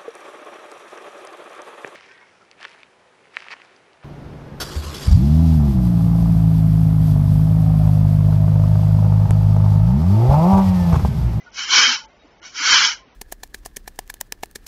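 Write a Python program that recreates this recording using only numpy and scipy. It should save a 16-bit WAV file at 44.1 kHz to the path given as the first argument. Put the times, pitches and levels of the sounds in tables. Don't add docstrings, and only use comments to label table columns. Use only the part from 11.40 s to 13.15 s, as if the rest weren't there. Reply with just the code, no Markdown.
import sys
import numpy as np
from scipy import signal
from scipy.io import wavfile

SR = 44100
rng = np.random.default_rng(int(sys.argv[2]) if len(sys.argv) > 2 else 0)


def decibels_to_gain(level_db):
    exponent = np.asarray(level_db, float) / 20
    return 10 ** exponent


def transcribe(signal):
    frames = np.atleast_2d(signal).T
    limited = np.clip(frames, -1, 1)
    pcm = np.round(limited * 32767).astype(np.int16)
    wavfile.write(sys.argv[1], SR, pcm)


N = 77175
T = np.arange(N) / SR


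def rms_one(x):
    return x / np.sqrt(np.mean(x ** 2) + 1e-20)


def at_hz(points, hz):
    table = np.array(points)
    return np.interp(np.log(hz), np.log(table[:, 0]), table[:, 1])


def drift(rate_hz):
    r = np.exp(-2 * np.pi * rate_hz / SR)
    white = rng.standard_normal(N + SR)
    return rms_one(signal.lfilter([1], [1, -2 * r, r * r], white)[SR:])


def resonance(x, hz, width_hz):
    r = np.exp(-np.pi * width_hz / SR)
    zeros = [(1 - r * r) / 2, 0, (r * r - 1) / 2]
    poles = [1, -2 * r * np.cos(2 * np.pi * hz / SR), r * r]
    return signal.lfilter(zeros, poles, x + 1e-18)


def bump(start, length):
    return np.sin(np.pi * np.clip((T - start) / length, 0, 1))


def band_pass(x, order, low_hz, high_hz):
    return signal.sosfilt(signal.butter(order, [low_hz, high_hz], "band", fs=SR, output="sos"), x)


def yard():
    # frequency in Hz, level in dB per Hz.
    hiss_colour = [(18, -31), (30, -10.5), (294, -9.5), (386, -10.5), (583, -9.5), (1180, -13.5),
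                   (1660, -18), (2040, -15), (7010, -35.5), (9110, -64), (15400, -120)]
    hiss_db, hum_db = -55.5, -63
    edges = 30 * 2 ** np.arange(0, 8.1, 1 / 3)
    white = rng.standard_normal((2, N))
    hiss = 0
    for k, (low, high) in enumerate(zip(edges, edges[1:])):
        patchy_db = at_hz(hiss_colour, np.sqrt(low * high)) + 0.5 * drift(33)
        hiss = hiss + decibels_to_gain(patchy_db) * band_pass(white[k % 2], 2, low, high)
    hum = resonance(rng.standard_normal(N), 48.7, 2.7)
    return decibels_to_gain(hiss_db) * rms_one(hiss) + decibels_to_gain(hum_db) * rms_one(hum)


def breathy_tones(rows):
    out = 0
    for start, length, hz, db in rows:
        tone = np.sin(2 * np.pi * hz * (T - start))
        breath = rms_one(resonance(rng.standard_normal(N), hz, 25.0))
        out = out + decibels_to_gain(db) * bump(start, length) ** .5 * (tone + .6 * breath)
    return out


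def far_hens():
    # start in seconds, length in seconds, pitch in Hz, level in dB.
    cluck_rows = [(.062, .03, 1443, -41.5), (0.07, 0.042, 910, -54), (.607, .072, 875, -45.5),
                  (.5, .07, 870, -35.5), (.70, 0.039, 2100, -58), (0, .03, 2020, -53),
                  (0.79, 0.058, 3790, -61.5), (.8, 0.028, 3600, -72), (.72, 0.052, 590, -58.5),
                  (0.814, 0.041, 630, -56), (0.839, .025, 286, -53.5), (0.906, 0.034, 5270, -67),
                  (1.584, 0.063, 1050, -53), (1.66, 0.031, 250, -53.5), (0.12, 0.01, 5270, -53.5)]
    return breathy_tones(cluck_rows)


def handle_knocks():
    # start in seconds, length in seconds, pitch in Hz, level in dB.
    knock_rows = [
        (0.48, 0.017, 180, -43),
        (.47, .06, 245, -37.5),
        (1, 0.031, 340, -53),
        (1.2, 0.021, 295, -39.5),
        (0.38, 0.12, 480, -46.5),
    ]
    return breathy_tones(knock_rows)


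def handle_rumble(level_db):
    # mode frequency in Hz, width in Hz, level in dB.
    modes = [(168, 40, -12), (241, 71, -4.5), (316, 40, -1), (512, 120, -1)]
    out = 0
    for hz, width_hz, db in modes:
        mode = rms_one(resonance(rng.standard_normal(N), hz, width_hz))
        out = out + decibels_to_gain(db + 2.5 * drift(36)) * mode
    top_db = level_db.max()
    rumble_db = top_db - 29 + 1.2 * (level_db - top_db)
    return decibels_to_gain(rumble_db) * rms_one(out)


def twigs(level_db, tilt_db):
    # frequency in Hz, level in dB per Hz.
    scrape = [(600, -23.5), (950, -9), (1500, 1), (3000, -2), (4500, -8.5), (6150, -2), (6450, -12.5),
              (7250, -10)]
    # frequency in Hz, width in Hz, boost in dB.
    housing = [(1440, 400, 5.5), (2253, 75, 8), (3082, 230, 11.5), (3967, 540, 5), (4510, 300, 5),
               (5500, 980, 8.5), (2653, 87, -29), (3570, 570, -6), (1857, 200, -5), (857, 120, 3.5),
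               (983, 150, 5.5)]
    skips_per_s, skips_follow = 30000, .2
    size_spread_db, flutter_db, clump_db = 2.0, 2.5, 1.22
    twig_cycles = 20.0

    rate = skips_per_s * decibels_to_gain(skips_follow * (level_db - level_db.max()))
    sizes = decibels_to_gain(size_spread_db * np.minimum(rng.exponential(1, N), 4)) * rng.choice([-1, 1], N)
    happens = rng.random(N) < rate / SR
    skips = sizes * happens / np.sqrt(rate)

    pitches = np.geomspace(650, 7300, 44)
    dealt = rng.integers(0, 44, N)
    out = 0
    for k, hz in enumerate(pitches):
        brightness_db = np.clip(tilt_db, -3, 3) * np.log2(hz / 3000)
        gain = decibels_to_gain(at_hz(scrape, hz) + brightness_db + flutter_db * drift(9))
        out = out + gain * resonance(skips * (dealt == k), hz, hz / twig_cycles)
    out = signal.sosfilt(signal.butter(3, 800, "high", fs=SR, output="sos"), out)
    for hz, width_hz, boost_db in housing:
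        out = out + (decibels_to_gain(boost_db) - 1) * resonance(out, hz, width_hz)
    clumped_db = level_db + 0.5 + clump_db * drift(18)
    return decibels_to_gain(clumped_db) * rms_one(out)


def scene():
    # time in seconds, level in dB, brightness in dB per octave.
    strokes = [
        [(.1, -62.5, 0.5), (.194, -23.5, 1.3), (.268, -29, 1.5), (.346, -11.5, -1.0), (.46, -14, -0.7),
         (.556, -24, -0.26), (.6, -41, 0.5), (.655, -54.5, 1), (.685, -71, 0.5)],
        [(1.005, -71, 0.5), (1.03, -45, -2.5), (1.054, -36.5, -1.5), (1.112, -49, 3)],
        [(1.135, -43.5, 1), (1.165, -30.5, 0.0), (1.21, -26, -1), (1.275, -15.5, -0.1), (1.351, -12, -1.13),
         (1.468, -14.5, -0.34), (1.545, -34.5, -.6), (1.6, -52.5, -2), (1.65, -70, -0.5)],
    ]
    rows = sorted(tuple(row) for stroke in strokes for row in stroke)
    s, level, tilt = np.transpose(rows)
    level_db, tilt_db = np.interp(T, s, level), np.interp(T, s, tilt)
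    background = yard() + far_hens()
    broom = handle_knocks() + handle_rumble(level_db) + twigs(level_db, tilt_db)
    return (background + broom)[None]


def camera_rounding(x):
    hop, line_count, band_lines = 512, 176, 8
    coarseness, spread_db, mask_db = 1.9, 2.5, -14
    n, k = np.arange(2 * hop)[:, None] + .5, np.arange(line_count) + .5
    window = np.sin(np.pi * n / (2 * hop))
    basis = np.sqrt(2 / hop) * window * np.cos(np.pi / hop * (n + hop / 2) * k)
    count = N // hop + 2
    halves = np.pad(x, (hop, (count + 1) * hop - N - hop)).reshape(-1, hop)
    lines = np.hstack([halves[:-1], halves[1:]]) @ basis
    lines = lines.reshape(count, -1, band_lines)

    level = np.sqrt(np.mean(lines ** 2, axis=2, keepdims=True))
    beside = np.maximum(np.roll(level, 1, axis=0), np.roll(level, -1, axis=0))
    masked = np.maximum(level, decibels_to_gain(mask_db) * beside)
    uneven = decibels_to_gain(spread_db * np.clip(rng.standard_normal(level.shape), -2, 2))
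    step = coarseness * masked * uneven + 1e-12
    step[:, :2] /= 6
    rounded = np.sign(lines) * np.floor(np.abs(lines) / step + .45) * step * 1.058
    frames = rounded.reshape(count, -1) @ basis.T
    return (frames[1:, :hop] + frames[:-1, hop:]).ravel()[:N]


def camera_dropouts(x):
    # start in seconds, length in seconds, low edge in Hz, high edge in Hz.
    gaps = [(.106, .012, 3600, 7600), (.108, .022, 6300, 7600), (.112, .014, 3500, 4100),
            (.128, .012, 2500, 2900), (.648, .032, 2300, 2900), (.655, .025, 3600, 4500),
            (.66, .022, 4500, 7600), (.66, .012, 1700, 2100), (1.0, .017, 2300, 7600),
            (1.008, .018, 3400, 3900), (1.008, .018, 4500, 5000), (1.008, .016, 6200, 6700),
            (1.548, .024, 1700, 2000), (1.553, .02, 2350, 2800), (.297, .022, 1700, 2050),
            (.29, .085, 10, 90), (.495, .05, 10, 90), (1.258, .11, 10, 90), (1.415, .072, 10, 90),
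            (1.35, .07, 380, 700), (.172, .025, 1800, 2100), (1.133, .014, 2300, 2700),
            (.66, .36, 6450, 6750), (.96, .04, 6700, 7600), (.795, .03, 6700, 7600),
            (1.497, .014, 2300, 2800), (-.03, .14, 6450, 6900), (1.61, .2, 6450, 7600),
            (.6, .05, 6250, 6650)]
    for start, length, low_hz, high_hz in gaps:
        band = signal.butter(3, [low_hz, high_hz], "band", fs=SR, output="sos")
        depth = .97 * np.minimum(2 * bump(start, length), 1)
        x = x - depth * signal.sosfiltfilt(band, x)
    return x


def sampling_mirror(x):
    mirror = band_pass(x * np.cos(2 * np.pi * 16000 * T), 2, 8720, 8900)
    return x + decibels_to_gain(-21.5) * mirror


def band_limit(x):
    return signal.sosfilt(signal.butter(12, 9600, fs=SR, output="sos"), x)


def record(dry):
    x = camera_dropouts(camera_rounding(dry[0]))[None]
    overload = .75
    x = x / (1 + (x / overload) ** 4) ** .25
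    x = signal.sosfilt(signal.ellip(7, .5, 26, 7240, fs=SR, output="sos"), x)
    x = signal.sosfilt(signal.ellip(12, .3, 70, 7550, fs=SR, output="sos"), x)
    return band_limit(sampling_mirror(x))


dry = scene()
out = record(dry)
transcribe(out)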